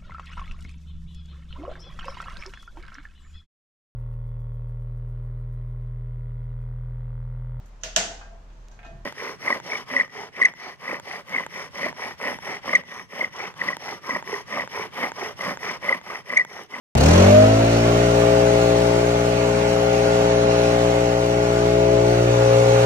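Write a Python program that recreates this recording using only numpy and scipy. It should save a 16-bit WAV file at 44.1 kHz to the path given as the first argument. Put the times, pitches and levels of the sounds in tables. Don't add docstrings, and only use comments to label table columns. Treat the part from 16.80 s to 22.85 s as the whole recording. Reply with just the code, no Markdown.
import sys
import numpy as np
from scipy import signal
from scipy.io import wavfile
from scipy.ndimage import uniform_filter1d

SR = 44100
rng = np.random.default_rng(int(sys.argv[2]) if len(sys.argv) > 2 else 0)


def dump_mix(stems):
    frames = np.atleast_2d(stems).T
    limited = np.clip(frames, -1, 1)
    pcm = np.round(limited * 32767).astype(np.int16)
    wavfile.write(sys.argv[1], SR, pcm)


def attenuation_scalar(level_db):
    decades = np.asarray(level_db, float) / 20
    return 10 ** decades


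N = 266893

# t/s, f/Hz
FIRING_RATE = [
    (.15, 30.22),
    (.26, 39.26),
    (.35, 43.43),
    (.53, 50.32),
    (.7, 54.17),
    (.88, 56.92),
    (1.2, 58.97),
    (1.65, 59.27),
    (6.05, 59.7),
]
# t/s, nearness of everything/dB, then the turn toward the microphones of
# case/dB, muffler/dB, nozzle/dB
HOLD = [(0.15, 1, -4, -12, -11), (0.28, 6.5, -4.5, -8.8, -14), (0.42, 7.5, -2.5, -13.5, -5.5),
        (0.62, 4.5, 1.7, -15.5, -6), (0.82, 1.5, 2.5, -10, -6.5), (1.1, 2.5, 1.6, -3.9, -6.0),
        (1.5, 1.6, 3, 2.3, 5), (1.95, 0.56, 3, 1.7, 3.5), (2.4, -0.45, 0.9, -0.7, -1.5),
        (2.95, 0, -0.9, -0.2, 1.9), (3.45, 0.6, 0.5, 1.9, 3), (3.95, 0.5, 1.6, 0.1, 3.2),
        (4.4, -2, 2.2, 0.1, 2.8), (4.8, -1.1, 2.5, 2.5, -0.1), (5.12, -1.9, 6.5, 6.5, 7.5),
        (5.45, -0.2, 5.5, -1.5, 1), (5.7, 1.5, 3.5, 0, 7.5), (6.05, 2.5, 2, -0.0, 4)]
# t/s, left over right/dB
ARM_SWING = [
    (0.16, 5.5),
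    (1.19, 3.5),
    (1.37, 5),
    (3.24, 6),
    (3.34, 3),
    (4.47, 5),
    (4.88, 3.5),
    (5.09, 5.5),
    (6.04, 1.5),
]
# order, level at working speed/dB, share of case turn, of muffler turn, of nozzle turn
STRONG_ORDERS = [(1.0, -34.5, 1.0, 0.12, -0.3), (2.0, -28, 1.0, -0.042, -0.24),
                 (3.0, -31, 0.45, 0.39, -0.25), (4.0, -37, -0.7, -0.37, -0.73),
                 (5.0, -30.5, 0.92, -0.31, 0.17), (6.0, -41.5, 3, 0.62, -1.26),
                 (7.0, -23.5, 0.0, 0.94, -0.13), (8.0, -39.5, 0.5, -0.54, 0.35),
                 (9.0, -27.5, 0.0, -0.14, 0.9), (10.0, -37, 1.5, 0.016, -0.34),
                 (11.0, -28.5, 0.5, 0.4, 0.25), (12.0, -45, 1.3, -1.55, 0.52),
                 (13.0, -39.5, -1.36, -0.88, 1.57), (14.0, -38, -0.1, 0.14, 0.18)]
# order, level over the fan roar/dB
WEAK_ORDERS = [(15, -10.5), (19, -34), (20, -15.5), (24, -12.5), (25, -21), (36, -18)]
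# order, left over right/dB
ORDER_LEAN = [(1, 0), (2, 1.1), (3, 2.5), (4, 1.5), (5, 1), (6, -4), (7, 3), (8, 7), (9, 8), (10, 2),
              (11, 10), (12, .3), (15, 3), (19, -2), (36, .5)]
# f/Hz, level/dB
PIPE = [(40.0, -2), (95.0, -1.5), (145.0, -15.5), (190.0, -6), (355.0, -11), (540.0, -10.5), (635.0, -8.5),
        (705.0, -13)]
# f/Hz, level/dB
GROUND_ECHO = [(60, -2), (120, 5), (180, -6), (300, -6), (360, 1), (536, 1.5), (620, -7.5), (715, -2.5)]
# start t/s, end t/s
ARM_DROP = (5, 5.76)
# low f/Hz, high f/Hz
CASE_FLIP = (205, 235)
# f/Hz, level per Hz/dB
ROAR_COLOUR = [(40, -12), (150, -9.5), (215, -3), (330, -6.5), (500, 1), (830, 0.5), (960, -2.5),
               (1250, -6), (1450, -6.5), (1650, -9), (2800, -10), (3150, -16), (3700, -16), (6000, -49.5)]
# f/Hz, level per Hz/dB
HISS_COLOUR = [(1800, -8), (3000, -2), (3500, -7), (4200, -1), (5200, -4.5), (5800, -2), (6700, -3),
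               (8500, -8.5), (9600, -15), (10500, -14.5), (12300, -21.5), (13500, -22.5), (15000, -23),
               (15800, -25)]
# f/Hz, likeness (1 = same)
LIKENESS = [(60, .995), (250, 1), (400, 0.2), (800, 0.49), (1500, 0.096), (4000, 0.39), (7000, 0.44),
            (10000, 0.42), (15000, 0.26)]
# f/Hz, lead/radians
LEFT_LEAD = [(250, 0), (420, -.3), (600, -1.6), (800, -1.9), (1100, -3), (2150, -5.1), (3000, -2.8),
             (5800, -4.7), (7800, -3.2), (11000, -3.2), (12500, -5), (14200, -3.2)]
# f/Hz, left over right/dB
AIR_TILT = [(100, 8), (400, 10), (600, -7.7), (750, 0.5), (1200, 0), (2500, -2), (4400, 0), (8000, 0.4)]
# f/Hz, level/dB
WHISTLE_TONES = [(12231, -56), (12920, -62), (13609, -63)]
# start t/s, end t/s
WHISTLE_SPAN = (0.29, .62)
# start t/s, end t/s, depth (0-1)
THIN_SPELLS = [(.31, .61, 1), (.61, .97, .55), (.97, 1.13, .25), (1.13, 1.78, .46), (1.78, 2.55, .1),
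               (2.55, 3.5, .62), (3.5, 3.8, .9), (3.8, 4.75, .55), (4.75, 5.2, .85), (5.2, 5.3, .35),
               (5.42, 5.52, .5), (5.52, 5.72, .9), (5.72, 6.1, .5)]
# low f/Hz, high f/Hz, depth at the first hole, depth at which all is empty
THIN_BANDS = [(7600, 8300, .5, 2), (8300, 9000, .45, 1.1), (9000, 9630, .05, .5), (11100, 11800, .5, 1.8),
              (11800, 12500, .88, 1), (12500, 13800, .35, 1), (13800, 15200, .2, .95),
              (15200, 15800, .05, .45), (15800, 22050, -1, 0)]
# start t/s, end t/s, low f/Hz, high f/Hz, share of cells lost
STRAY_DROPOUTS = [
    (.34, .47, 8300, 9600, 1),
    (.53, .61, 8200, 9600, 1),
    (.62, .97, 7900, 9000, .5),
    (2.65, 3.7, 3400, 3800, .4),
    (4.25, 4.7, 3400, 3900, .35),
    (2.95, 3.25, 7550, 8250, .9),
    (3.52, 3.85, 7000, 8300, .6),
    (4.85, 5.2, 8300, 9000, .95),
]
# f/Hz, share of the holes that applies (0-1)
SIDE_HOLES = [(11600, 0), (11800, .7), (13800, .6), (14000, .15), (15700, .25), (15800, 1)]
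# f/Hz, size over the local mean
WEAKEST_KEPT = [(300, 0.27), (1000, 0.58), (4000, 0.77), (8500, 1), (10000, 0.82), (15000, 0.77)]

WORKING_HZ = 58.71
ROAR_DB = -34.5


def read(points, hz):
    f, value = np.transpose(points)
    return np.interp(np.log(hz + 1), np.log(f + 1), value)


def follow(rows):
    s, *columns = np.transpose(rows)
    return [np.interp(np.arange(N) / SR, s, c) for c in columns]


def evened(x):
    return x / np.sqrt(np.mean(x ** 2) + 1e-20)


def drift(top_hz):
    steps = rng.standard_normal(N // 64 + 2)
    slow = signal.lfilter(*signal.butter(2, top_hz, fs=SR / 64), steps)
    return np.interp(np.arange(N) / 64, np.arange(len(slow)), evened(slow))


def whistles():
    t = np.arange(N) / SR
    start_s, end_s = WHISTLE_SPAN
    fade_s = 0.033
    on = np.clip(np.minimum(t - start_s, end_s - t) / fade_s, 0, 1)
    return on * sum(np.sqrt(2) * attenuation_scalar(db) * np.sin(2 * np.pi * hz * t) for hz, db in WHISTLE_TONES)


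def moving_air(colour, band, pan_db, rumble_db, patchy_db):
    frames, hz = N // 256 + 5, np.fft.rfftfreq(1024, 1 / SR)
    frame_start = np.arange(frames) * 256
    pan_db = np.interp(frame_start, np.arange(N), pan_db)
    rumble_db = np.interp(frame_start, np.arange(N), rumble_db)
    a, b, c, d, patches = rng.standard_normal((frames, 513, 5)).T
    patches = evened(uniform_filter1d(uniform_filter1d(patches, 9, 0), 14, 1))
    same = np.clip(read(LIKENESS, hz), -1, 1)[:, None]
    left = a + 1j * b
    copy = left * np.exp(-1j * read(LEFT_LEAD, hz))[:, None]
    right = same * copy + np.sqrt(1 - same ** 2) * (c + 1j * d)
    swing_db = np.outer(np.clip(hz / 900, 0, 1), pan_db)
    tilt = attenuation_scalar((read(AIR_TILT, hz)[:, None] + swing_db) / 2)
    field_db = read(colour, hz)[:, None] + np.outer(hz < 930, rumble_db) + patchy_db * patches
    spectrum = np.array([left * tilt, right / tilt]) * attenuation_scalar(field_db)
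    x = signal.istft(spectrum, nperseg=1024, noverlap=768)[1][:, :N]
    band_filter = signal.butter(4, band, "band", fs=SR, output="sos")
    return x / np.std(signal.sosfilt(band_filter, x.mean(0)))


def air(turns, hz, near_db, pan_db):
    slow = (2 - 2 * hz / WORKING_HZ) ** 2
    catch_s, catch_width_s = 0.165, 0.0026
    catch_db = -22 * np.exp(-((np.arange(N) / SR - catch_s) / catch_width_s) ** 2)
    roar_db = ROAR_DB + near_db + 0.23 * catch_db
    hiss_db = -40.5 + 1.1 * near_db + 1.5 * slow + catch_db
    puff_db = 2 + 15.5 * slow ** 0.73
    rumble_db = -1 + 6.5 * slow
    puff = np.exp(0.89 * np.cos(2 * np.pi * (turns - .52))) - 1.2
    pan_db = 0.069 * (pan_db - pan_db.mean()) + .8 * drift(2.5)
    roar = moving_air(ROAR_COLOUR, (1000, 3500), pan_db, rumble_db, patchy_db=1.18)
    hiss = moving_air(HISS_COLOUR, (4000, 9000), pan_db, rumble_db, patchy_db=1.35)
    roar_gain = attenuation_scalar(roar_db + 0.06 * puff_db * puff + .5 * drift(34.0))
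    hiss_gain = attenuation_scalar(hiss_db + 0.38 * puff_db * puff + 0.56 * drift(11))
    return roar_gain * roar + hiss_gain * hiss


def order_tone(order, turns, hz, db, pan_db):
    reach = min(order / 9, 1.3) ** 2
    lean = attenuation_scalar((read(ORDER_LEAN, order) + reach * pan_db) / 2)
    lead = max(read(LEFT_LEAD, WORKING_HZ * order), -1.7)
    mean = np.sqrt(lean ** 2 + lean ** -2 + 2 * np.cos(lead)) / 2
    smear = 0.5 * reach + 0.078 * min(order / 8, 1) ** 2 * (WORKING_HZ - hz)
    pulse_shape = 2.21
    angle = 2 * np.pi * order * turns + pulse_shape + smear * drift(0.82)
    if order == 4:
        angle = angle + np.interp(order * hz, CASE_FLIP, (0, .65 * np.pi))
    pair = np.array([lean * np.cos(angle + lead / 2), np.cos(angle - lead / 2) / lean])
    return np.sqrt(2) * attenuation_scalar(db) / np.maximum(mean, .55) * pair


def engine(turns, hz, near_db, aims_db, pan_db):
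    turns = turns + 0.00045 * drift(28)
    lowered = np.interp(np.arange(N) / SR, ARM_DROP, (0, 1))
    levels = {}
    for k, (_, db, *shares) in enumerate(STRONG_ORDERS, 1):
        pipe_db = read(PIPE, k * hz) - read(PIPE, k * WORKING_HZ)
        echo_db = lowered * read(GROUND_ECHO, k * WORKING_HZ)
        waver_db = (k > 3) * np.clip(0.26 * (-32.5 - db), 0, 3) * drift(2.8)
        levels[k] = near_db + db + np.dot(shares, aims_db) + pipe_db + echo_db + waver_db
    for order, db in WEAK_ORDERS:
        levels[round(order)] = ROAR_DB + near_db + db + 3 * drift(4.1)
    swing_db = pan_db - pan_db.mean()
    pulses = sum(order_tone(k, turns, hz, db, swing_db) for k, db in levels.items())
    return pulses * attenuation_scalar(0.41 * drift(22))


def scene():
    (hz,), (pan_db,) = follow(FIRING_RATE), follow(ARM_SWING)
    near_db, *aims_db = follow(HOLD)
    turns = np.cumsum(hz) / SR
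    return air(turns, hz, near_db, pan_db) + engine(turns, hz, near_db, aims_db, pan_db)


def thin_out(x):
    hz, t, z = signal.stft([x[0] + x[1], x[0] - x[1]], SR, nperseg=2048, noverlap=1536)
    luck = rng.random((len(t) // 5 + 1, 86)).T
    luck = luck.repeat(12, axis=0).repeat(5, axis=1)[:len(hz), :len(t)]
    depth = sum(d * ((t > t0) & (t <= t1)) for t0, t1, d in THIN_SPELLS)
    share = 0
    for low_hz, high_hz, first, empty in THIN_BANDS:
        in_band = (hz > low_hz) & (hz <= high_hz)
        share = share + np.outer(in_band, (depth - first) / (empty - first))
    for t0, t1, low_hz, high_hz, lost in STRAY_DROPOUTS:
        patch = np.outer((hz > low_hz) & (hz < high_hz), (t > t0) & (t < t1))
        share = np.maximum(share, lost * patch)
    side_share = np.minimum(share, 1) * read(SIDE_HOLES, hz)[:, None]
    local_mean = uniform_filter1d(abs(z), size=25, axis=1)
    strong = abs(z) > read(WEAKEST_KEPT, hz)[:, None] * local_mean
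    kept = strong * np.array([luck >= share, luck >= side_share])
    total, apart = signal.istft(z * kept, SR, nperseg=2048, noverlap=1536)[1][:, :N]
    return np.array([total + apart, total - apart]) / 2


def low_pass(x):
    return signal.sosfilt(signal.butter(12, 16520, fs=SR, output="sos"), x)


def record(dry):
    ceiling, start_s = .95, .1512
    bass_cut = signal.butter(2, 38, "high", fs=SR, output="sos")
    dry = signal.sosfilt(bass_cut, dry)
    squashed = 1.059 * ceiling * np.tanh(dry / ceiling)
    mix = thin_out(squashed) + whistles()
    mix = mix * (np.arange(N) >= start_s * SR)
    return low_pass(mix)


dry = scene()
out = record(dry)
dump_mix(out)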